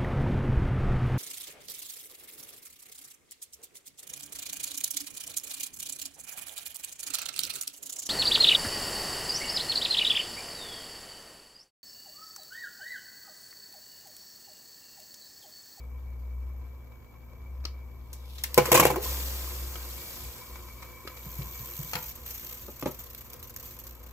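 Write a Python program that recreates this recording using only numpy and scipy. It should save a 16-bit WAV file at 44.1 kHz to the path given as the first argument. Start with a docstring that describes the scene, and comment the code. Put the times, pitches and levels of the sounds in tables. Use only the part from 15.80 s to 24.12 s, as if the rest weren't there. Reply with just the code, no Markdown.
"""In a workshop, a saucepan simmers and throbs on a hot plate, close under a hand-held phone.
A thermometer's plastic trigger clicks. Metal parts clink in a hand and drop into the pan, where
the air they drag under plops, gurgles and fizzes. Steam bubbles collapse and glug, and water that
slops over hisses and spits on the plate. A glass lid is picked up from the bench and set on the pan.
Ventilation and a faint electrical hum go on behind it all."""
import sys
import numpy as np
from scipy import signal
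from scipy.fft import rfft, irfft
from scipy.io import wavfile
from scipy.ndimage import uniform_filter1d

SR = 44100
rng = np.random.default_rng(int(sys.argv[2]) if len(sys.argv) > 2 else 0)


def to_wav(sig):
    """Store sig (one row per channel, or 1-D mono) as 16-bit WAV at the path in sys.argv[1].

    Samples outside -1..1 are clipped; the rate is SR.
    """
    pcm = np.clip(np.atleast_2d(sig), -1, 1) * 32767
    pcm = np.round(pcm).astype(np.int16)
    wavfile.write(sys.argv[1], SR, pcm.T)  # frames by channels


N = 366912
T = np.arange(N) / SR  # the time of every sample, in seconds
HIT_T = T[:SR // 2]  # half a second, for one short sound
FREQS_HZ = np.fft.rfftfreq(N, 1 / SR)


def undb(db):
    """Turn decibels into a number to multiply by."""
    return 10 ** (np.asarray(db) / 20)


def unit(x):
    """Scale a sound so its average strength (rms) is 1."""
    return x / np.sqrt(np.mean(x ** 2))


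def curves(rows):
    """Join a table's points with straight lines through time, one curve for each value column."""
    times_s, *columns = np.transpose(rows)
    return [np.interp(T, times_s, column) for column in columns]


def add(track, start_s, sound):
    """Mix a sound into a track at the given time."""
    start = int(start_s * SR)
    track[start:start + len(sound)] += sound[:N - start]


def colour(x, points):
    """Shape a sound's bass and treble by (pitch_hz, level_db) points; the result has strength 1."""
    hz, db = np.transpose(points)
    freqs = np.fft.rfftfreq(len(x), 1 / SR) + 1
    gain = undb(np.interp(np.log(freqs), np.log(hz), db))
    return unit(irfft(rfft(x) * gain, len(x)))


def resonate(x, hz, width_hz):
    """Make a sound ring at one pitch; a narrower width rings longer."""
    hz = min(hz, SR / 2 - 1000)
    sharpness = hz / min(width_hz, SR / np.pi)
    return signal.lfilter(*signal.iirpeak(hz, sharpness, fs=SR), x)


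def wander(per_s):
    """A smooth random wobble of strength 1 that heads for a new value per_s times a second."""
    step = max(int(SR / per_s), 1)
    held = np.repeat(rng.standard_normal(N // step + 1), step)[:N]
    return unit(uniform_filter1d(uniform_filter1d(held, step), step))


def swell(peak_s, rise_s, fade_s):
    """A level that grows to 1 at peak_s and dies away; with an endless fade it stays at 1."""
    return np.exp(np.minimum((T - peak_s) / rise_s, (peak_s - T) / fade_s))


def pops(per_s, spread_db):
    """Tiny clicks of uneven size at random moments, like bursting bubbles."""
    size = undb(spread_db * np.minimum(rng.exponential(size=N), 2 * np.pi))
    happens = rng.random(N) < per_s / SR
    return unit(happens * size * rng.choice([-1, 1], N))


def grit(spread_db):
    """Rough noise for one short sound, made of grains under a millisecond long."""
    grain_samples = 32
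    sizes = undb(spread_db * rng.uniform(-0.79, 1, len(HIT_T) // grain_samples + 1))
    return np.repeat(sizes, grain_samples)[:len(HIT_T)] * rng.standard_normal(len(HIT_T))


def blows(rows, tones, thud_colour, crack_colour, thud_db, thud_s, ring_db):
    """Each blow thuds, cracks and rings the object; a tone falls by 60 dB over its ring_s."""
    out = np.zeros(N)
    hz, tone_db, ring_s = np.transpose(tones)[:, :, None]
    for start_s, body_db, crack_db, crack_s in rows:
        # every spot that is struck rings a little differently
        spot, detune, side = rng.standard_normal((3, len(hz), 1))
        gain = undb(tone_db + 1.1 * spot) * np.sign(side)
        waves = np.sin(2 * np.pi * hz * (1 + 0.012 * detune) * HIT_T)
        fade = np.exp(-np.log(1000) * HIT_T / ring_s)
        ring = np.sum(gain * waves * fade, axis=0) / np.linalg.norm(gain)
        thud = colour(rng.standard_normal(len(HIT_T)), thud_colour) * np.exp(-HIT_T / thud_s)
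        crack = colour(grit(spread_db=8.0), crack_colour) * np.exp(-HIT_T / crack_s)
        body = undb(ring_db) * ring + undb(thud_db) * thud
        add(out, start_s, undb(body_db) * body + undb(crack_db) * crack)
    return out


# The deep rush of the ventilation: pitch_hz, level_db
VENT_COLOUR = [(20, -3), (50, 8), (80, 6), (130, -5), (250, -12), (500, -12), (720, -15), (1050, -15.5),
               (1700, -47), (4000, -47), (16000, -98)]
# The hum of the electricity supply: pitch_hz, level_db
HUM_TONES = [(120, -60), (240, -65.5)]

def workshop():
    """Ventilation rushes steadily over an unsteady rumble, and the electricity supply hums."""
    air = colour(rng.standard_normal(N), VENT_COLOUR)
    rumble = signal.sosfilt(signal.butter(2, 150, fs=SR, output="sos"), air)
    steady = signal.sosfilt(signal.butter(2, 150, "high", fs=SR, output="sos"), air)
    middle = rumble * undb(3.8 * wander(per_s=9.3)) - steady
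    side_colour = [(20, -34), (60, -2.5), (200, -20), (500, -18.5), (1000, -26.5), (2000, -38),
                   (16000, -57)]
    sides = colour(rng.standard_normal(N), side_colour) * np.array([[1], [-1]])  # opposite in each ear
    hum = sum(np.sqrt(2) * undb(db) * np.sin(2 * np.pi * hz * T) for hz, db in HUM_TONES)
    return undb(-54) * middle + hum + undb(-60.5) * sides


# The note of the pan shaking on the plate: time_s, pitch_hz
SHAKE_PITCH = [(.7, 65), (1.6, 63.5), (2.2, 65.5), (3.6, 63.6), (4.3, 62), (5.7, 60)]
# How the shaking grows and eases: time_s, level_db
SHAKE_LEVEL = [(0.0, -39), (0.63, -33), (1.32, -52.5), (1.81, -35), (2.15, -42), (3.24, -38), (3.29, -32),
               (4.17, -40), (4.22, -64), (4.47, -41), (4.61, -65), (4.73, -41.5), (5.23, -54),
               (5.63, -39.5), (5.84, -49.5), (7.71, -55.5), (8.27, -45)]

def throb():
    """The boil shakes the pan at a low, slightly wandering pitch, with a weak tone an octave up."""
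    hz, = curves(SHAKE_PITCH)
    level_db, = curves(SHAKE_LEVEL)
    phase = 2 * np.pi * np.cumsum(hz + 0.83 * wander(per_s=9.4)) / SR
    tone = unit(np.sin(phase) + undb(-28) * np.sin(2 * phase))
    return tone * undb(level_db - 1 + 0.26 * wander(per_s=17))


PLUNGE_S, PLUNGE_RISE_S = 2.862, 0.096  # when the parts stir the water most, and the build-up
# The pitches at which the open pan and its air ring: pitch_hz, width_hz, level_db
OPEN_PAN_TONES = [(361.3, 14, 12), (495.7, 43, 10), (678, 64, -5), (1019, 150, 4), (1212, 33, -6.5),
                  (1690, 720, -21.5)]

def simmer():
    """Coarse bubbles ring the pan; the falling parts add a short churn and a long slosh."""
    bubbles = pops(per_s=1200, spread_db=2.6) * undb(wander(per_s=25))
    ringing = unit(sum(undb(db) * resonate(bubbles, hz, width) for hz, width, db in OPEN_PAN_TONES))
    resting = undb(-65.5)
    churn = undb(-42.5) * swell(PLUNGE_S, PLUNGE_RISE_S, fade_s=0.24)
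    slosh = undb(-54.5) * swell(PLUNGE_S, PLUNGE_RISE_S, fade_s=5.5)
    return ringing * np.hypot(resting, churn + slosh)


# The bass and treble of fine bubbles: pitch_hz, level_db
FINE_BUBBLE_COLOUR = [(200, 2), (700, -2), (1500, -7.5), (3000, -3), (4500, -1.5), (6000, -3), (8000, 1),
                      (11000, -0.5), (14800, 5), (16000, -7)]
# Fine bubbles rising off the sunken parts: time_s, level_db
FIZZ_LEVEL = [(3.2, -56), (3.23, -37), (3.97, -46), (4.34, -44), (4.8, -54), (5.3, -62), (6.3, -56),
              (8.3, -69)]

def fizz():
    """Fine bubbles burst: faintly at first, then in a spray as the parts land, then off the parts."""
    bubbles = colour(pops(per_s=13000, spread_db=1.8), FINE_BUBBLE_COLOUR)
    resting = undb(-76.5)
    spray = undb(-40) * swell(PLUNGE_S, PLUNGE_RISE_S, fade_s=0.23)
    level_db, = curves(FIZZ_LEVEL)
    off_parts = undb(level_db) * swell(FIZZ_LEVEL[0][0], rise_s=0.05, fade_s=np.inf)
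    return bubbles * (resting + spray + off_parts)


def spurts(per_s, count):
    """The power of droplets flashing to steam in turn, each with its own size and length; average 1."""
    progress = np.cumsum(per_s * undb(3 * wander(per_s=40))) / SR  # goes up by 1 for each droplet
    size, length = rng.random((count, 2))[progress.astype(int) % count].T
    cutoff = np.exp(-(progress % 1 / (.15 + .4 * length)) ** 4)
    power = undb(8 * size) ** 2 * cutoff
    return power / np.mean(power)


# The bright hiss of water on hot metal: pitch_hz, level_db
HISS_COLOUR = [(1000, -6), (3200, 1.5), (5400, -2), (5900, 3.5), (8300, 4), (10300, -9), (11100, 3),
               (12000, 11.5), (14800, 13.5), (16000, -1)]
# The hiss of the water that slops over: time_s, level_db
SLOP_LEVEL = [(4.6, -65), (5.25, -57.5), (5.47, -47.5), (5.98, -43.5), (6.19, -43), (6.32, -43.5),
              (6.335, -60), (6.455, -53), (6.48, -43), (6.7, -45), (6.98, -50), (7.27, -49.5),
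              (7.45, -54.5), (8.3, -58)]
# The hiss breaks into slower spurts as the plate dries: time_s, share_in_spurts (0-1), spurts_per_s
SPURT_PATTERN = [(0, .3, 60), (3.3, .1, 120), (5.2, .5, 100), (6.1, .55, 80), (6.55, .45, 50),
                 (6.9, .75, 30), (7.5, .85, 28)]

def sizzle():
    """The hot plate hisses faintly, then sizzles in spurts when water slops onto it."""
    hiss = colour(pops(per_s=13000, spread_db=1.8), HISS_COLOUR)
    resting = undb(-71)
    level_db, = curves(SLOP_LEVEL)
    slop = undb(level_db) * swell(SLOP_LEVEL[0][0], rise_s=0.05, fade_s=np.inf)
    share, per_s = curves(SPURT_PATTERN)
    sputter = np.sqrt(1 - share + share * spurts(per_s, count=900))
    return hiss * np.hypot(resting, slop) * sputter


# The two pitches at which the pan's wall rings: pitch_hz, width_hz
WALL_TONES = [(1040, 115), (2275, 100)]
# How strongly each one sings: time_s, lower_tone_db, upper_tone_db
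WALL_LEVELS = [(0, -75, -70), (1.3, -75, -69.5), (2.2, -72, -67.5), (2.5, -75, -74), (3.3, -64.5, -66.5),
               (4.6, -62, -64), (5.7, -58, -60), (6.2, -62, -63), (6.5, -75, -77)]

def singing_wall():
    """Bubbles on the bottom keep the wall ringing with two thin tones, each flickering on its own."""
    out = np.zeros(N)
    for (hz, width), db in zip(WALL_TONES, curves(WALL_LEVELS)):
        bubbles = pops(per_s=1200, spread_db=2.2) * undb(2.2 * wander(per_s=25))
        out += undb(db) * unit(resonate(resonate(bubbles, hz, width), hz, width))
    return out


# The ring of the thermometer's plastic case: pitch_hz, level_db, ring_s
CASE_TONES = [(1125, -1, .02), (1280, 6, .022), (1700, -2, .022), (2100, -3, .02), (3300, -11, .012),
              (4100, -1, .025), (4950, -2, .04)]
# Its trigger and case clicking: start_s, body_db, snap_db, snap_fade_s
CLICKS = [(1.8405, -52, -48, 0.0017), (1.8525, -39, -33.5, 0.0019), (3.956, -41, -62, 0.0032),
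          (5.2743, -36.5, -49, 0.0016)]

def thermometer():
    """A plastic trigger snaps and rings the hollow case."""
    thud = [(100, -18), (350, 8), (700, -1), (1250, -7), (2500, -0.5), (6000, -13)]
    snap = [(500, -23), (2500, 2), (4400, 22), (5600, 15), (8000, 4), (10000, -14), (16000, -18)]
    return blows(CLICKS, CASE_TONES, thud, snap, thud_db=-0.5, thud_s=0.0071, ring_db=4)


def rub():
    """Metal parts grate against each other in the hand, louder as they near the pan."""
    grating = [(500, -43), (3500, 6), (7000, -5), (10000, 3), (13000, -1), (16000, -4)]
    grains = colour(pops(per_s=1900, spread_db=-8), grating)
    return grains * undb(-53.5) * swell(peak_s=2.584, rise_s=0.14, fade_s=0.093)


# Metal parts touching in the hand: start_s, level_db, pitch_hz, fade_s
HAND_CLINKS = [(2.33, -40, 9800, 0.0055), (2.582, -48, 3730, 0.011), (2.637, -23.5, 10800, 0.0031),
               (2.64, -27.5, 2160, 0.0016), (2.744, -18.5, 11000, 0.00087)]

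def clinks():
    """Small hard parts knock together: a sharp snap with a faint, short tail."""
    out = np.zeros(N)
    for start_s, db, hz, fade_s in HAND_CLINKS:
        snap = unit(resonate(rng.standard_normal(len(HIT_T)), hz, width_hz=0.93 * hz))
        tail = undb(-13.5) * np.exp(-HIT_T / (6 * fade_s))
        add(out, start_s, undb(db) * snap * (np.exp(-HIT_T / fade_s) + tail))
    return out


# The ring of the pan when it is struck: pitch_hz, level_db, ring_s
STRUCK_PAN_TONES = [(130.4, -7.5, 0.28), (206, -8, 0.22), (347.4, 1, 0.14), (383, -2, 0.093),
                    (504, 3, 0.15), (531.4, -4, 0.2), (691, -7.5, 0.11), (843, 0.5, 0.11), (1025, 5, 0.055),
                    (1150, -27, 0.059), (1320, -23, 0.11), (1473, -13, 0.1), (1920, -16, 0.07),
                    (2263, -5.5, 0.096), (2860, -13, 0.056), (4340, -17, 0.07)]
# Parts landing in the pan: start_s, body_db, splash_db, splash_fade_s
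LANDINGS = [(2.777, -20.5, -13.5, 0.0059), (2.783, -21, -18, 0.0036), (2.856, -38.5, -27.5, 0.01),
            (2.9175, -23, -12, 0.0037), (2.926, -27, -9.5, 0.0037), (2.943, -27, -13.5, 0.0061),
            (2.950, -22, -16.5, 0.023), (2.975, -32, -20, 0.012), (2.9975, -24, -13.5, 0.01),
            (3.027, -26.5, -27, 0.04), (3.053, -23.5, -14, 0.0028), (3.066, -31.5, -26.5, 0.01),
            (3.102, -28.5, -32, 0.015), (3.159, -32, -34.5, 0.007)]

def falling_parts():
    """Metal parts slap the water and tumble onto the bottom of the pan."""
    thud = [(60, -26), (140, 5), (240, -10.5), (350, -20), (520, 6), (1100, -4), (1600, -15),
            (2400, -19), (5000, -19)]
    splash = [(200, -34), (1200, 7.5), (2500, 13), (4500, 2), (7500, 9), (11000, 9.5), (14700, 6),
              (16000, 4.5)]
    return blows(LANDINGS, STRUCK_PAN_TONES, thud, splash, thud_db=3, thud_s=0.0078, ring_db=6.5)


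def bubble(hz, db, swell_s):
    """One bubble swells and rings briefly, its pitch creeping up as it nears the surface."""
    age = HIT_T / swell_s
    pitch_hz = hz * (1 + 0.07 * np.tanh((age - 2) / 2))
    level = undb(db) * age * np.exp(1 - age)
    return level * np.sin(2 * np.pi * np.cumsum(pitch_hz) / SR)


# Pockets of air under the water: start_s, pitch_hz, level_db, swell_s
AIR_POCKETS = [(2.7768, 511, -7.5, 0.0022), (2.7815, 2277, -19, 0.0017), (2.784, 390, -13, 0.0018),
               (2.788, 144, -24, 0.0054), (2.885, 495, -26.5, 0.0038), (2.925, 482, -19.5, 0.0066),
               (2.926, 1046, -18.5, 0.0026), (2.949, 1030, -15.5, 0.0036), (2.950, 518, -16, 0.0045),
               (2.973, 1085, -16, 0.0047), (2.995, 606, -14.5, .002), (2.998, 1067, -11.5, 0.0019),
               (3.008, 176, -24.5, 0.0051), (3.027, 2267, -24, 0.0037), (3.052, 470, -15.5, 0.0023),
               (3.106, 388, -27, 0.0051), (3.162, 370, -26, 0.0079), (3.164, 1046, -39, 0.004),
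               (3.257, 1040, -36.5, 0.0037), (5.252, 367, -39, 0.0019)]

def plops():
    """Air dragged under by the parts rings as single bubbles."""
    out = np.zeros(N)
    for start_s, hz, db, swell_s in AIR_POCKETS:
        add(out, start_s, bubble(hz, db, swell_s))
    return out


def gurgle(count):
    """Water closes over the parts and the trapped air breaks into bubbles of all sizes, ever weaker."""
    start_s, length_s = 2.93, 0.46
    start_db, fall_db_per_s = -21.5, 57
    low_hz, high_hz = 298, 1530
    out = np.zeros(N)
    for when, size in rng.random((count, 2)):
        delay_s = when * length_s
        hz = high_hz * (low_hz / high_hz) ** size  # bigger bubbles sound lower
        add(out, start_s + delay_s, bubble(hz, start_db - fall_db_per_s * delay_s, swell_s=1.36 / hz))
    return out


# Clusters of steam bubbles caving in: start_s, level_db
STEAM_CLUSTERS = [(4.755, -50), (4.881, -54), (5.022, -47), (5.365, -48.5), (5.615, -47.5), (5.751, -49)]

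def collapses():
    """Steam bubbles collapse in the cooled water with a short rasp that rings the pan's wall."""
    rasp_colour = [(300, -8), (1000, -0.5), (3000, -2), (7000, -3.5), (10000, -10), (16000, -9)]
    swell_s = 0.0038
    age = HIT_T / swell_s
    out = np.zeros(N)
    for start_s, db in STEAM_CLUSTERS:
        rasp = colour(grit(spread_db=9), rasp_colour)
        ring = unit(sum(resonate(rasp, hz, width) for hz, width in WALL_TONES))
        add(out, start_s, undb(db) * (rasp + undb(-1) * ring) * age * np.exp(1 - age))
    return out


# Big steam bubbles: start_s, pitch_hz, level_db, swell_s, churn_db, churn_swell_s
BIG_BUBBLES = [(5.462, 162, -39.5, 0.0044, -48, 0.014), (5.588, 131, -30.5, 0.0051, -45, 0.029),
               (5.799, 114, -43, 0.0096, -50, .016), (5.99, 143, -33.5, 0.0082, -49, 0.033),
               (6.151, 150, -35.5, 0.0043, -45, 0.015)]
# The low sound of churning water: pitch_hz, level_db
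CHURN_COLOUR = [(40, -26), (85, 0), (170, -1), (260, -17), (500, -17), (2000, -38), (16000, -70)]

def glugs():
    """A steam bubble heaves up and breaks apart; the water churns roughly after it."""
    out = np.zeros(N)
    for start_s, hz, db, swell_s, churn_db, churn_swell_s in BIG_BUBBLES:
        age = HIT_T / churn_swell_s
        churn = colour(rng.standard_normal(len(HIT_T)), CHURN_COLOUR) * age * np.exp(1 - age)
        add(out, start_s, bubble(hz, db, swell_s) + undb(churn_db) * churn)
    return out


# The lid scraping off the bench: start_s, body_db, scrape_db, scrape_fade_s
BENCH_SCRAPES = [(6.134, -41, -28.5, 0.0074), (6.154, -38, -28, 0.0049), (6.166, -40, -36, 0.0037)]
# The lid ringing freely: pitch_hz, level_db, ring_s
FREE_LID_TONES = [(500, -1, 0.13), (716, -3, .12), (790, 1, .07), (867, -5, .27), (925, -7, .3),
                  (972, -6, .38), (1030, -8, .3), (1230, -3, .12), (1420, 2, 0.08)]
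# The lid meeting the pan's rim: start_s, body_db, scrape_db, scrape_fade_s
RIM_KNOCKS = [(6.63, -54, -51, 0.0088), (6.883, -43, -65, .004), (7.025, -35, -34.5, 0.0037),
              (7.058, -27.5, -34, 0.0059), (7.068, -39, -42.5, 0.007)]
# The lid's duller ring on the pan: pitch_hz, level_db, ring_s
SEATED_LID_TONES = [(130, 0, 0.27), (272, -2, 0.22), (366, 4.5, 0.17), (521, 7, 0.12), (602, 5, 0.11),
                    (842, -2, 0.075), (1200, 3, 0.058), (1370, -5, 0.042), (2100, -20, .08)]

def lid():
    """The glass lid rings as it leaves the bench; muffled by the hand, it knocks dully onto the pan."""
    thud = [(40, -10), (130, 6), (270, 13.5), (800, -1), (1300, -0.5), (1800, -48), (5000, -41)]
    scrape = [(300, -5), (1000, 14), (3000, 11.5), (6000, 5), (10000, 2.5), (16000, 1)]
    lifted = blows(BENCH_SCRAPES, FREE_LID_TONES, thud, scrape, thud_db=-14, thud_s=0.028, ring_db=2)
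    seated = blows(RIM_KNOCKS, SEATED_LID_TONES, thud, scrape, thud_db=-2.5, thud_s=0.018, ring_db=3)
    return lifted, seated


# The bright snap of a droplet: pitch_hz, level_db
DROPLET_COLOUR = [(500, -12), (1400, -2), (3000, -5), (7000, 0), (10000, 2), (12500, 6), (15000, 6),
                  (16000, 4)]
# The loudest droplets on the hot plate: start_s, snap_db, hiss_db, hiss_length_s
DROPLETS = [(6.293, -37, -39, 0.0052), (6.353, -46, -44.5, 0.019), (6.462, -34, -40, 0.012),
            (7.011, -39, -44, .008), (7.348, -31, -46, 0.0054), (7.408, -46, -44.5, 0.014),
            (7.533, -32.5, -47, 0.006), (7.54, -35, -48, .005), (7.628, -32.5, -48, 0.029),
            (7.696, -39.5, -46, 0.014), (7.763, -27, -44, 0.012), (7.798, -41, -44.5, 0.015),
            (7.828, -38, -48.5, 0.14), (7.989, -46, -42.5, 0.014), (8.038, -42, -46, 0.0076),
            (8.068, -38, -45.5, 0.013), (8.109, -41, -49, 0.005)]

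def spits(snap_fade_s=.0013):
    """A droplet snaps on hot metal, crackles for a moment and is gone."""
    out = np.zeros(N)
    for start_s, snap_db, hiss_db, hiss_length_s in DROPLETS:
        snap = colour(rng.standard_normal(len(HIT_T)), DROPLET_COLOUR) * np.exp(-HIT_T / snap_fade_s)
        hiss = colour(grit(spread_db=6.5), HISS_COLOUR) * np.exp(-(HIT_T / hiss_length_s) ** 4)
        add(out, start_s, undb(snap_db) * snap + undb(hiss_db) * hiss)
    return out


def room(x, ring_s, echo_db):
    """The bench and walls answer with a short echo, a little different on the left and right."""
    middle_colour = [(70, -16), (160, -6), (1000, -1), (2200, 3), (3500, 0), (6500, -2), (9500, -13),
                     (16000, -7)]
    side_colour = [(70, -20), (140, -14), (280, -4), (1000, -6), (2500, -2), (6000, -1), (10000, -1),
                   (13000, -5), (16000, -5)]
    middle = colour(rng.standard_normal(len(HIT_T)), middle_colour)
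    side = colour(rng.standard_normal(len(HIT_T)), side_colour)
    fade = np.exp(-np.log(1000) * HIT_T / ring_s) * (1 - np.exp(-HIT_T / 0.0044))
    tails = np.array([middle + side, middle - side]) * fade / np.linalg.norm(fade)
    return undb(echo_db) * signal.fftconvolve(x[None], tails, axes=1)[:, :N]


def microphones(x, left_lead_rad, left_louder_db):
    """Two microphones differ in timing and level, and catch shifting bounces off the moving water."""
    bounce_colour = [(100, -20), (1000, -6), (1800, 1), (3000, -1), (4500, 3), (8000, -2), (9500, -20),
                     (11200, -2), (13000, -12), (15000, -3)]
    hz, db = np.transpose(bounce_colour)
    bounce = irfft(rfft(x) * undb(np.interp(FREQS_HZ, hz, db)), N)
    delays_s = rng.uniform(.0004, .005, size=5)
    scatter = undb(-12) * sum(np.roll(bounce, int(s * SR)) * wander(per_s=150) for s in delays_s)
    left = irfft(rfft(x + scatter) * np.exp(1j * left_lead_rad) * undb(left_louder_db / 2), N)
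    right = irfft(rfft(x - scatter) * undb(-left_louder_db / 2), N)
    return np.array([left, right]) * undb(2)


# How the phone's two microphones hear the pan: pitch_hz, left_lead_rad, left_louder_db
PAN_LEFT_RIGHT = [(0, 0, 1), (500, -.6, -.5), (1100, -.1, 0), (2250, -1, 1), (2900, -2.8, 1),
                  (3900, -2.9, 2.5), (5300, -4.8, 4.5), (6200, -6.3, 1), (7200, -5.2, -1), (8100, -4.3, 0),
                  (9200, -3.2, 0), (10200, -3, 0), (12500, -.1, 0), (14100, .1, 0), (15700, 3, 0)]

def scene():
    """Everything on the bench, heard directly and through the room."""
    lifted, seated = lid()
    pan = simmer() + fizz() + sizzle() + thermometer() + rub() + clinks() + falling_parts()
    pan += plops() + gurgle(count=30) + collapses() + glugs() + spits() + seated
    wall = singing_wall()
    shaking = throb() * undb(np.array([[.9], [-.9]]))  # a little louder on the left
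    hz, lead_rad, louder_db = np.transpose(PAN_LEFT_RIGHT)
    direct = microphones(pan, np.interp(FREQS_HZ, hz, lead_rad), np.interp(FREQS_HZ, hz, louder_db))
    bench_lead_s = .00018  # the lid on the bench reaches the left microphone first
    direct += microphones(lifted, 2 * np.pi * FREQS_HZ * bench_lead_s, left_louder_db=3)
    echo = room(pan + lifted + wall, ring_s=.2, echo_db=-11.5)
    return direct + echo + wall + shaking + workshop()


def record(dry):
    """The phone drops the deepest bass, rounds the loudest peaks and cuts the highest treble."""
    lowest_hz, highest_hz = 32, 15600
    thinned = signal.sosfilt(signal.butter(2, lowest_hz, "high", fs=SR, output="sos"), dry)
    rounded = np.tanh(thinned)
    return signal.sosfilt(signal.ellip(8, .2, 70, highest_hz, fs=SR, output="sos"), rounded)


dry = scene()
out = record(dry)
to_wav(out)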